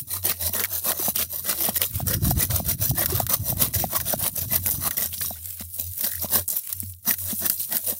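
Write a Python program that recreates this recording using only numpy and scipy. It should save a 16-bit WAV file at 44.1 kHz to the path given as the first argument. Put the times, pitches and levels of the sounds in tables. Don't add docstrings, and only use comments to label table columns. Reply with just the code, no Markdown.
import sys
import numpy as np
from scipy import signal
from scipy.fft import rfft, irfft, next_fast_len
from scipy.io import wavfile
from scipy.ndimage import uniform_filter1d

SR = 44100
rng = np.random.default_rng(int(sys.argv[2]) if len(sys.argv) > 2 else 0)


def int16_out(signal):
    q = np.round(np.clip(np.atleast_2d(signal).T, -1, 1) * 32767)
    wavfile.write(sys.argv[1], SR, q.astype(np.int16))


N = 352359

# (start [s], length [s], rise [s], relative fizz level after the rise [dB],
# same before the release [dB], wood over fizz at the start [dB], same at the end [dB])
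STROKES = [(0.073, 0.12, 0.032, -32, -26.5, -19.5, -12), (0.235, 0.11, 0.015, -22, -26.5, -13.5, -6),
           (0.374, 0.13, 0.053, -25.5, -21.5, -13.5, -16), (0.526, 0.12, 0.015, -25.5, -26.5, -10, -4.5),
           (0.677, 0.14, 0.056, -24.5, -28, -6.5, -28), (0.833, 0.098, 0.032, -21, -23.5, -11, -3.5),
           (0.937, 0.19, 0.097, -24.5, -23, -6, -23), (1.138, 0.12, 0.016, -31, -24, -8, -14),
           (1.286, 0.14, 0.048, -31.5, -28, -20, -18.5), (1.431, 0.11, 0.021, -30.5, -19.5, -14.5, -4.5),
           (1.533, 0.19, 0.088, -24.5, -25.5, -13, -10), (1.751, 0.066, 0.028, -15, -42, -13, -28),
           (1.804, 0.13, 0.026, -22, -41.5, -4.5, -41), (2.047, 0.12, 0.026, -29.5, -22.5, -12, -5),
           (2.212, 0.13, 0.036, -25.5, -25, -6, -18.5), (2.346, 0.12, 0.043, -26.5, -22.5, -7.5, -14),
           (2.488, 0.14, 0.017, -28.5, -27, -6, -17.5), (2.636, 0.11, 0.016, -34, -21, -10.5, -12.5),
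           (2.795, 0.14, 0.032, -22, -29, -9.5, -29.5), (2.94, 0.12, 0.034, -26, -25, -13, -7),
           (3.046, 0.21, 0.11, -25.5, -35, -9.5, -14.5), (3.289, 0.082, 0.0071, -24, -20, -7.5, -17.5),
           (3.43, 0.12, 0.067, -23.5, -30.5, -13.5, -24), (3.579, 0.19, 0.045, -19.5, -48.5, -6.5, -20.5),
           (3.734, 0.14, 0.0042, -25.5, -28, -15, -13.5), (3.889, 0.1, 0.018, -32.5, -20, -9.5, -14.5),
           (4.009, 0.029, 0.0018, -23, -30.5, -14, -7), (4.035, 0.13, 0.028, -29, -24.5, -12.5, -14),
           (4.173, 0.12, 0.0041, -37, -21.5, -14.5, -9.5), (4.344, 0.14, 0.02, -28.5, -32, -15, -20.5),
           (4.491, 0.1, 0.031, -25.5, -23, -14, -12.5), (4.625, 0.091, 0.049, -24, -31, -18.5, -10.5),
           (4.702, 0.11, 0.0085, -23.5, -41.5, -28, -12), (4.793, 0.11, 0.023, -27, -25.5, -13, -9.5),
           (4.907, 0.068, 0.004, -36, -33.5, -18.5, -10), (4.966, 0.13, 0.0039, -24.5, -29.5, -11.5, -15.5),
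           (5.128, 0.084, 0.0063, -51, -30.5, -12, -38), (5.203, 0.18, 0.022, -23.5, -43, -20.5, -24),
           (5.768, 0.15, 0.027, -29, -40, -14.5, -47), (6.012, 0.14, 0.038, -21.5, -40.5, -11.5, -25.5),
           (6.189, 0.08, 0.073, -23, -32, -21.5, -8.5), (6.314, 0.12, 0.042, -15.5, -29, -9, -14.5),
           (6.48, 0.12, 0.0015, -35.5, -26, -16, -28), (7.058, 0.09, 0.02, -22, -24.5, -10.5, -12),
           (7.193, 0.15, 0.007, -45, -24, -20.5, -16), (7.395, 0.092, 0.014, -34, -21.5, -11, -8.5),
           (7.498, 0.025, 0.0036, -16.5, -31, -12, 2.5), (7.559, 0.11, 0.046, -27.5, -28.5, -23, -32),
           (7.704, 0.17, 0.045, -21.5, -60, -8.5, -27), (7.835, 0.16, 0.065, -22.5, -48, -20, -16)]
# (frequency [Hz], relative density [dB])
FIZZ = [(1470, -44), (2500, -20), (4310, -13), (4950, -9.5), (5440, -11.5), (10600, -6), (12500, -0.5),
        (15000, 1.5), (16000, -3)]
# (frequency [Hz], width [Hz], relative level [dB])
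STEEL = [(3940, 250, -9), (4550, 200, -9), (5780, 150, -4), (7220, 200, -9), (9620, 300, -6),
         (11360, 150, -8.5), (13350, 150, -8), (12700, 300, -8)]
# (frequency [Hz], width [Hz], relative level [dB])
WOOD = [(211, 46, 2.5), (343, 14, 1.5), (481, 58, -1.5), (627, 113, 1.5), (1096, 154, -2),
        (1500, 380, -7.5), (1925, 136, -1.5), (3680, 3160, -11.5)]


def gain_of(db):
    return 10 ** (np.asarray(db) / 20)


def evened(x):
    return x / np.sqrt(np.mean(x ** 2) + 1e-20)


def coloured(x, points):
    point_hz, point_db = np.transpose(points)
    size = next_fast_len(N)
    hz = np.fft.rfftfreq(size, 1 / SR)
    level_db = np.interp(np.log(hz + 1), np.log(point_hz), point_db)
    return evened(irfft(rfft(x, size) * gain_of(level_db), size)[:N])


def ring(x, hz, width_hz):
    return signal.lfilter(*signal.iirpeak(hz, hz / width_hz, SR), x)


def rung(x, modes, shifting_db=0.):
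    out = np.zeros(N)
    for k, (hz, width_hz, db) in enumerate(modes):
        push = x * gain_of(shifting_db * wander(0.023))
        out += (-1) ** k * gain_of(db) * ring(push, hz, width_hz)
    return out


def dying(x, decay_s):
    return signal.lfilter([1], [1, -np.exp(-1 / (decay_s * SR))], x)


def jolts(per_s, spread_db, decay_s, steady):
    sizes = gain_of(spread_db * np.minimum(rng.exponential(1, N), 3))
    struck = rng.random(N) < per_s / SR
    return evened(steady + evened(dying(sizes * struck, decay_s)))


def wander(width_s):
    width = round(width_s * SR)
    return evened(uniform_filter1d(uniform_filter1d(rng.standard_normal(N), width), width))


def impulses(times_s, db):
    x = np.zeros(N)
    x[np.round(times_s * SR).astype(int)] = gain_of(db)
    return x


def add_at(out, start_s, sound):
    part = out[round(start_s * SR):][:len(sound)]
    part += sound[:len(part)]


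def played(rows):
    release_s, edge_db = .03, 15
    wood_edge_db = 4.5
    bright_power, wood_power = np.zeros(N), np.zeros(N)
    for start_s, length_s, rise_s, first_db, last_db, *bite_db in rows:
        first = max(round((start_s - rise_s) * SR), 0)
        last = min(round((start_s + length_s + release_s) * SR), N)
        t = np.arange(first, last) / SR - start_s
        held = np.clip((t - rise_s) / max(length_s - rise_s - release_s, .005), 0, 1)
        edges = np.maximum(1 - t / rise_s, 0) + np.maximum(1 - (length_s - t) / release_s, 0)
        level_db = first_db + (last_db - first_db) * held - edge_db * edges
        wood_over_db = np.interp(t, [0, length_s], [bite_db[0], bite_db[-1]])
        bright_power[first:last] += gain_of(level_db) ** 2
        wood_power[first:last] += gain_of(level_db - wood_edge_db * edges + wood_over_db) ** 2
    return np.sqrt(bright_power), np.sqrt(wood_power)


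def lingering(envelope, decay_s, share):
    return envelope + share * dying(envelope, decay_s) / (decay_s * SR)


def grainy(x, spread_db):
    for size in (128, 1024):
        z = signal.stft(x, nperseg=size)[2]
        patches = uniform_filter1d(rng.standard_normal(z.shape[::-1]), size=4, axis=0)
        patches = uniform_filter1d(patches, size=3, axis=1)
        x = signal.istft(z * gain_of(spread_db * evened(patches).T), nperseg=size)[1][:N]
    return evened(x)


def flexed(x, modes, spread_db, shift, climb_db=0):
    deepest = 0.74
    pieces = np.split(x, [round(row[0] * SR) for row in STROKES])
    chance = rng.standard_normal((len(pieces), len(modes), 2))
    hardness = [0] + [np.clip(max(row[-2:]) + 14, 0, 10) for row in STROKES]
    lengths_s = [row[1] for row in STROKES[:1] + STROKES]
    out = []
    for piece, draws, hard, length_s in zip(pieces, chance, hardness, lengths_s):
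        progress = np.arange(len(piece)) / SR / length_s
        climb = climb_db * hard * np.maximum(.25 - abs(progress - deepest), -.5)
        total = np.zeros(len(piece))
        for k, (hz, width_hz, db) in enumerate(modes):
            level_db = db + spread_db * draws[k, 0] + climb * k
            total += (-1) ** k * gain_of(level_db) * ring(piece, hz * (1 + shift * draws[k, 1]), width_hz)
        out.append(total)
    return np.concatenate(out)


def drags_and_rustles():
    # (start [s], length [s], rise [s], relative hiss level first [dB],
    # same last [dB], wood scuff over the hiss first [dB], same last [dB])
    drag_rows = [(1.879, .16, 0.065, -28.5, -26, -27, -14.5), (5.086, 0.084, 0.025, -39, -23, -29, -26.5),
                 (5.309, 0.095, 0.032, -45, -33.5, -17, -20), (5.354, 0.52, 0.13, -28.5, -58, -35, -47),
                 (5.584, 0.099, 0.028, -27, -79, -13, -10), (5.89, 0.135, 0.013, -47, -22.5, -58, -41),
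                 (6.106, 0.18, 0.0036, -26, -33.5, -52, -35), (6.598, 0.15, 0.058, -33, -30, -47, -18),
                 (6.7, 0.23, 0.13, -33, -60, -19.5, -48)]
    # (frequency [Hz], relative density [dB])
    hiss_spectrum = [(710, -88.5), (1200, -24), (2150, -14.5), (3550, -12.5), (5300, -10.5), (16000, 5.5)]
    # (time [s], relative level [dB])
    stirring_rows = [(0, -32), (.06, -59), (.12, -43), (3.1, -67), (3.25, -43), (3.45, -42), (5.6, -44),
                     (6.85, -39), (6.9, -39), (7.02, -53.5), (7.2, -35.5), (7.99, -39)]
    drag, scuff = played(drag_rows)
    rubbing = jolts(160, 5., 0.002, steady=1.9) * rng.standard_normal(N)
    hiss = grainy(coloured(rubbing + 1.2 * flexed(rubbing, STEEL, 2.5, .04), hiss_spectrum), 2.5)
    stirring_db = np.interp(np.arange(N) / SR, *np.transpose(stirring_rows))
    stirring = gain_of(stirring_db + 4.6 * wander(0.059))
    thin_hiss = evened(np.gradient(hiss) + .05 * hiss)
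    wood = evened(rung(rubbing, WOOD[3:], 4.))
    return drag * hiss + stirring * thin_hiss + (scuff + 0.0076 * stirring) * wood


def surroundings():
    # (time [s], relative wind level [dB], relative hum level [dB])
    air_rows = [(0.0, -44.5, -53), (0.38, -90, -40.5), (1.11, -51, -53), (1.24, -54, -41), (1.88, -55, -52),
                (1.96, -35, -52), (2.29, -25, -47), (2.4, -34.5, -41), (3.0, -36, -46), (3.69, -37, -55),
                (3.83, -33, -36), (3.96, -45, -48), (4.81, -34, -43.5), (4.94, -50, -62),
                (5.23, -48, -45.5), (5.47, -62, -43.5), (5.82, -63, -42.5), (5.92, -65.5, -39),
                (5.94, -57.5, -59), (6.41, -57, -37), (6.63, -67, -85), (6.76, -53.5, -43),
                (6.98, -78, -45), (7.03, -63, -63), (7.2, -59, -47.5), (7.43, -54.5, -52), (7.99, -70, -58)]
    # (frequency [Hz], relative density [dB])
    wind_spectrum = [(15, -64.5), (25, -40), (55, -4.5), (91, -0.5), (130, -0.5), (330, -18.5), (430, -37),
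                     (730, -120)]
    mean_hum_hz = 87.3
    s, *columns = np.transpose(air_rows)
    wind_db, hum_db = (np.interp(np.arange(N) / SR, s, c) for c in columns)
    wind = coloured(rng.standard_normal(N) * gain_of(4.9 * wander(0.012)), wind_spectrum)
    turns = np.cumsum(mean_hum_hz * (1 + 0.054 * wander(0.0453))) / SR
    hum = np.sqrt(2) * np.sin(2 * np.pi * turns) * gain_of(5.3 * wander(0.071))
    return gain_of(wind_db + 2.0) * wind + gain_of(hum_db) * hum


def saw():
    fizz, wood = played(STROKES)
    teeth = jolts(300, 0.9, 0.008, steady=0.7)
    tearing = teeth * jolts(500, 3., .0008, steady=1.8) * rng.standard_normal(N)
    steel = grainy(coloured(tearing + 3. * flexed(tearing, STEEL, 3., .02), FIZZ), 2.4)
    fibres = teeth * jolts(150, 0.41, 0.00053, steady=4.4) * rng.standard_normal(N)
    log = grainy(flexed(fibres, WOOD[1:], 2.5, .025, climb_db=0.21), 2.8)
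    deepening = gain_of(np.linspace(-7, 0.5, N))
    log = log + 0.5 * deepening * evened(ring(fibres, *WOOD[0][:2]))
    return 1.36 * lingering(fizz, 0.0017, 0.091) * steel + 1.287 * lingering(wood, 0.0018, 0.11) * log


def pitched_bursts():
    # (time [s], peak [dB], frequency [Hz], width [Hz])
    burst_rows = [(0.23, -24, 5000, 4000), (0.539, -23, 2840, 1200), (0.637, -16.5, 1970, 596),
                  (0.646, -16.5, 2000, 603), (0.996, -25.5, 378, 69.6), (1.171, -19, 2920, 1500),
                  (1.18, -22, 3040, 1200), (1.216, -20, 3160, 800), (1.228, -18, 3450, 1200),
                  (1.7608, -25, 2800, 1800), (1.7715, -24, 6100, 900), (1.818, -15, 2920, 1500),
                  (1.832, -14, 2860, 1200), (1.84, -18, 3000, 1200), (3.12, -23, 373, 40),
                  (4.6608, -21.5, 2450, 2500), (4.911, -29, 1900, 90), (4.983, -29.5, 1990, 90),
                  (5.1295, -25, 3400, 2000), (5.14, -22.5, 3750, 2500), (5.18, -21, 4600, 2000),
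                  (5.2127, -25, 2080, 800), (5.218, -20, 4200, 2500), (5.245, -33, 1100, 120),
                  (5.26, -16, 6000, 2500), (5.343, -45, 3600, 120), (5.355, -48, 1480, 120),
                  (5.371, -52, 1500, 120), (6.043, -16.5, 4530, 1500), (6.197, -27, 4970, 900),
                  (6.251, -29, 5160, 900), (6.287, -29, 4100, 1200), (6.674, -33, 2250, 900),
                  (6.829, -38, 1890, 700), (6.937, -39.5, 4640, 2000), (7.1085, -14, 1820, 700),
                  (7.306, -25.5, 3650, 700), (7.393, -33, 5000, 4000)]
    decay_s = 0.0019
    out, t = np.zeros(N), np.arange(1500) / SR
    noise = rng.standard_normal((len(burst_rows), len(t))) * np.exp(-t / decay_s)
    for (s, peak_db, hz, width_hz), burst in zip(burst_rows, noise):
        sound = ring(ring(burst, hz, width_hz), hz, 2 * width_hz)
        add_at(out, s, gain_of(peak_db) * sound / abs(sound).max())
    return out


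def knocks_and_scuffs():
    # (time [s], relative level [dB], thud over the hollow note [dB])
    knock_rows = [(0.246, -22, -20), (0.494, -27, -5), (1.082, -11, -10), (1.687, -11, -9),
                  (2.002, -17, -10), (2.31, -11, -11), (2.6, -16.5, -10), (2.911, -22, -6),
                  (3.201, -10.5, -10), (3.525, -18, -15), (3.84, -10.5, -14.5), (4.137, -8.5, -15.5),
                  (4.213, -28.5, -26), (5.307, -22, -12), (5.607, -34.5, 3.5), (5.797, -39.5, 3.5),
                  (6.244, -18.5, -5), (6.829, -47.5, 15), (7.328, -32.5, 10), (7.924, -36, 6.5)]
    thud_hz, thud_width_hz = WOOD[0][:2]
    out = np.zeros(N)
    for s, knock_db, thud_db in knock_rows:
        hollow_hz = 690 * rng.uniform(0.91, 1.06)
        push = np.zeros(4000)
        push[:30] = np.hanning(30)
        push[30:900] = 0.5 * rng.standard_normal(870) * np.exp(-np.arange(870) / 150)
        hollow = ring(ring(push, hollow_hz, 170), hollow_hz, 330)
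        thud = ring(ring(push, thud_hz, thud_width_hz), thud_hz, 200)
        add_at(out, s, gain_of(knock_db) * (3.98 * hollow + 14.6 * gain_of(thud_db) * thud))
    return out


def ticks():
    # (time [s], peak [dB])
    tick_rows = [(0.5348, -8), (1.1644, -9), (1.7718, -8), (2.0708, -11), (2.4364, -9), (2.6654, -14),
                 (3.2968, -8), (3.6847, -14), (3.7461, -7), (3.7504, -4), (4.3619, -9), (4.3906, -8),
                 (4.6627, -3), (4.671, -6), (4.681, -4), (4.691, -8), (4.7008, -5), (4.7175, -8),
                 (4.9819, -4), (5.001, -7), (5.011, -8), (5.028, -8), (5.037, -6), (5.0594, -4),
                 (5.4578, -12), (5.8105, -11), (6.1557, -12), (6.4795, -8), (6.484, -7), (6.489, -8),
                 (6.5, -7), (6.503, -6), (6.509, -9), (6.514, -8), (6.518, -9), (6.6731, -13), (6.727, -7),
                 (6.8027, -3), (7.1213, -9), (7.514, -15), (7.6135, -8), (7.7811, -10)]
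    out, t = np.zeros(N), np.arange(500) / SR
    for s, peak_db in tick_rows:
        noise = rng.standard_normal(len(t))
        fade = (t > .0001) * (1 - t / t[-1]) * (np.exp(-t / .0008) + .15 * np.exp(-t / .005))
        tick = noise * fade
        tick = tick + 3. * ring(tick, rng.uniform(6000, 15000), 2500)
        tick = np.append(0, np.diff(tick, 2))
        add_at(out, s, gain_of(peak_db) * tick / abs(tick).max())
    return out


def snags():
    # (time [s], relative snap level [dB], wood ring over the snap [dB])
    snag_rows = [(0.55, -8, -28), (0.596, -5, 3), (0.604, -3, -16), (0.638, 1, -20), (0.647, -5.5, -15),
                 (0.654, -8, -1), (0.918, -1, -3), (1.159, -0.5, -11), (1.7598, -3, -6), (1.8167, 3, -11),
                 (2.508, -19.5, 13), (3.0586, 4, -9), (3.2, 2, -13), (3.266, -3.5, -9), (4.001, -5.5, -1.5),
                 (4.909, -1.5, -6), (4.979, -4.5, -9), (6.0093, -1, -22), (6.042, -5.5, -1.5),
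                 (6.7277, -2, -19), (7.11, 4.5, -20), (7.139, -4.5, -7), (7.1848, -12.5, -9),
                 (7.464, 0, -7), (7.498, 7, -14), (7.724, -2.5, -5.5), (7.7689, 2, -14)]
    s, snap_db, ring_db = np.transpose(snag_rows)
    hiss = coloured(rng.standard_normal(N), FIZZ)
    burst = dying(impulses(s, snap_db), 0.0038)
    push = dying(impulses(s, snap_db + ring_db), 0.0044) * rng.standard_normal(N)
    return 0.22 * burst * hiss + 0.76 * rung(push, WOOD[5:])


def buffets():
    # (centre [s], relative level [dB], frequency [Hz])
    buffet_rows = [(1.964, -17, 96), (2.073, -17, 95), (2.24, -12.5, 114), (2.285, -22, 126),
                   (2.334, -16.5, 130), (2.385, -24, 125), (2.508, -17, 112), (2.545, -14.5, 88),
                   (2.727, -20, 102), (2.823, -15, 100), (2.905, -15, 127), (3.154, -16, 113),
                   (3.239, -17.5, 110), (3.413, -22, 105), (3.768, -17.5, 86.5)]
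    half_width_s = 0.012
    out, t = np.zeros(N), np.arange(-2000, 2000) / SR
    for (s, level_db, hz), phase in zip(buffet_rows, rng.random(len(buffet_rows))):
        swings = np.cos(2 * np.pi * (hz * t + phase))
        add_at(out, s + t[0], gain_of(level_db - 4) * np.exp(-(t / half_width_s) ** 2) * swings)
    return out


def judder():
    # (start [s], end [s], slip rate [1/s], relative level [dB])
    judder_row = (6.091, 6.18, 68, -31)
    start_s, end_s, per_s, level_db = judder_row
    s = np.arange(start_s, end_s, 1 / per_s)
    chance = rng.standard_normal((20, 2))[:len(s)]
    slips = dying(impulses(s + .0015 * chance[:, 0], level_db + 1.5 * chance[:, 1]), .001)
    return 8. * ring(rung(slips * rng.standard_normal(N), WOOD[5:7]), 1900, 800)


def scene():
    saw_and_log = saw() + snags() + ticks() + pitched_bursts() + judder() + knocks_and_scuffs()
    return (saw_and_log + drags_and_rustles() + surroundings() + buffets())[None]


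def record(dry):
    edge_hz = 15800
    low_pass = signal.firwin(511, edge_hz, window=("kaiser", 7), fs=SR)
    return signal.oaconvolve(dry, low_pass[None], "same")


dry = scene()
out = record(dry)
int16_out(out)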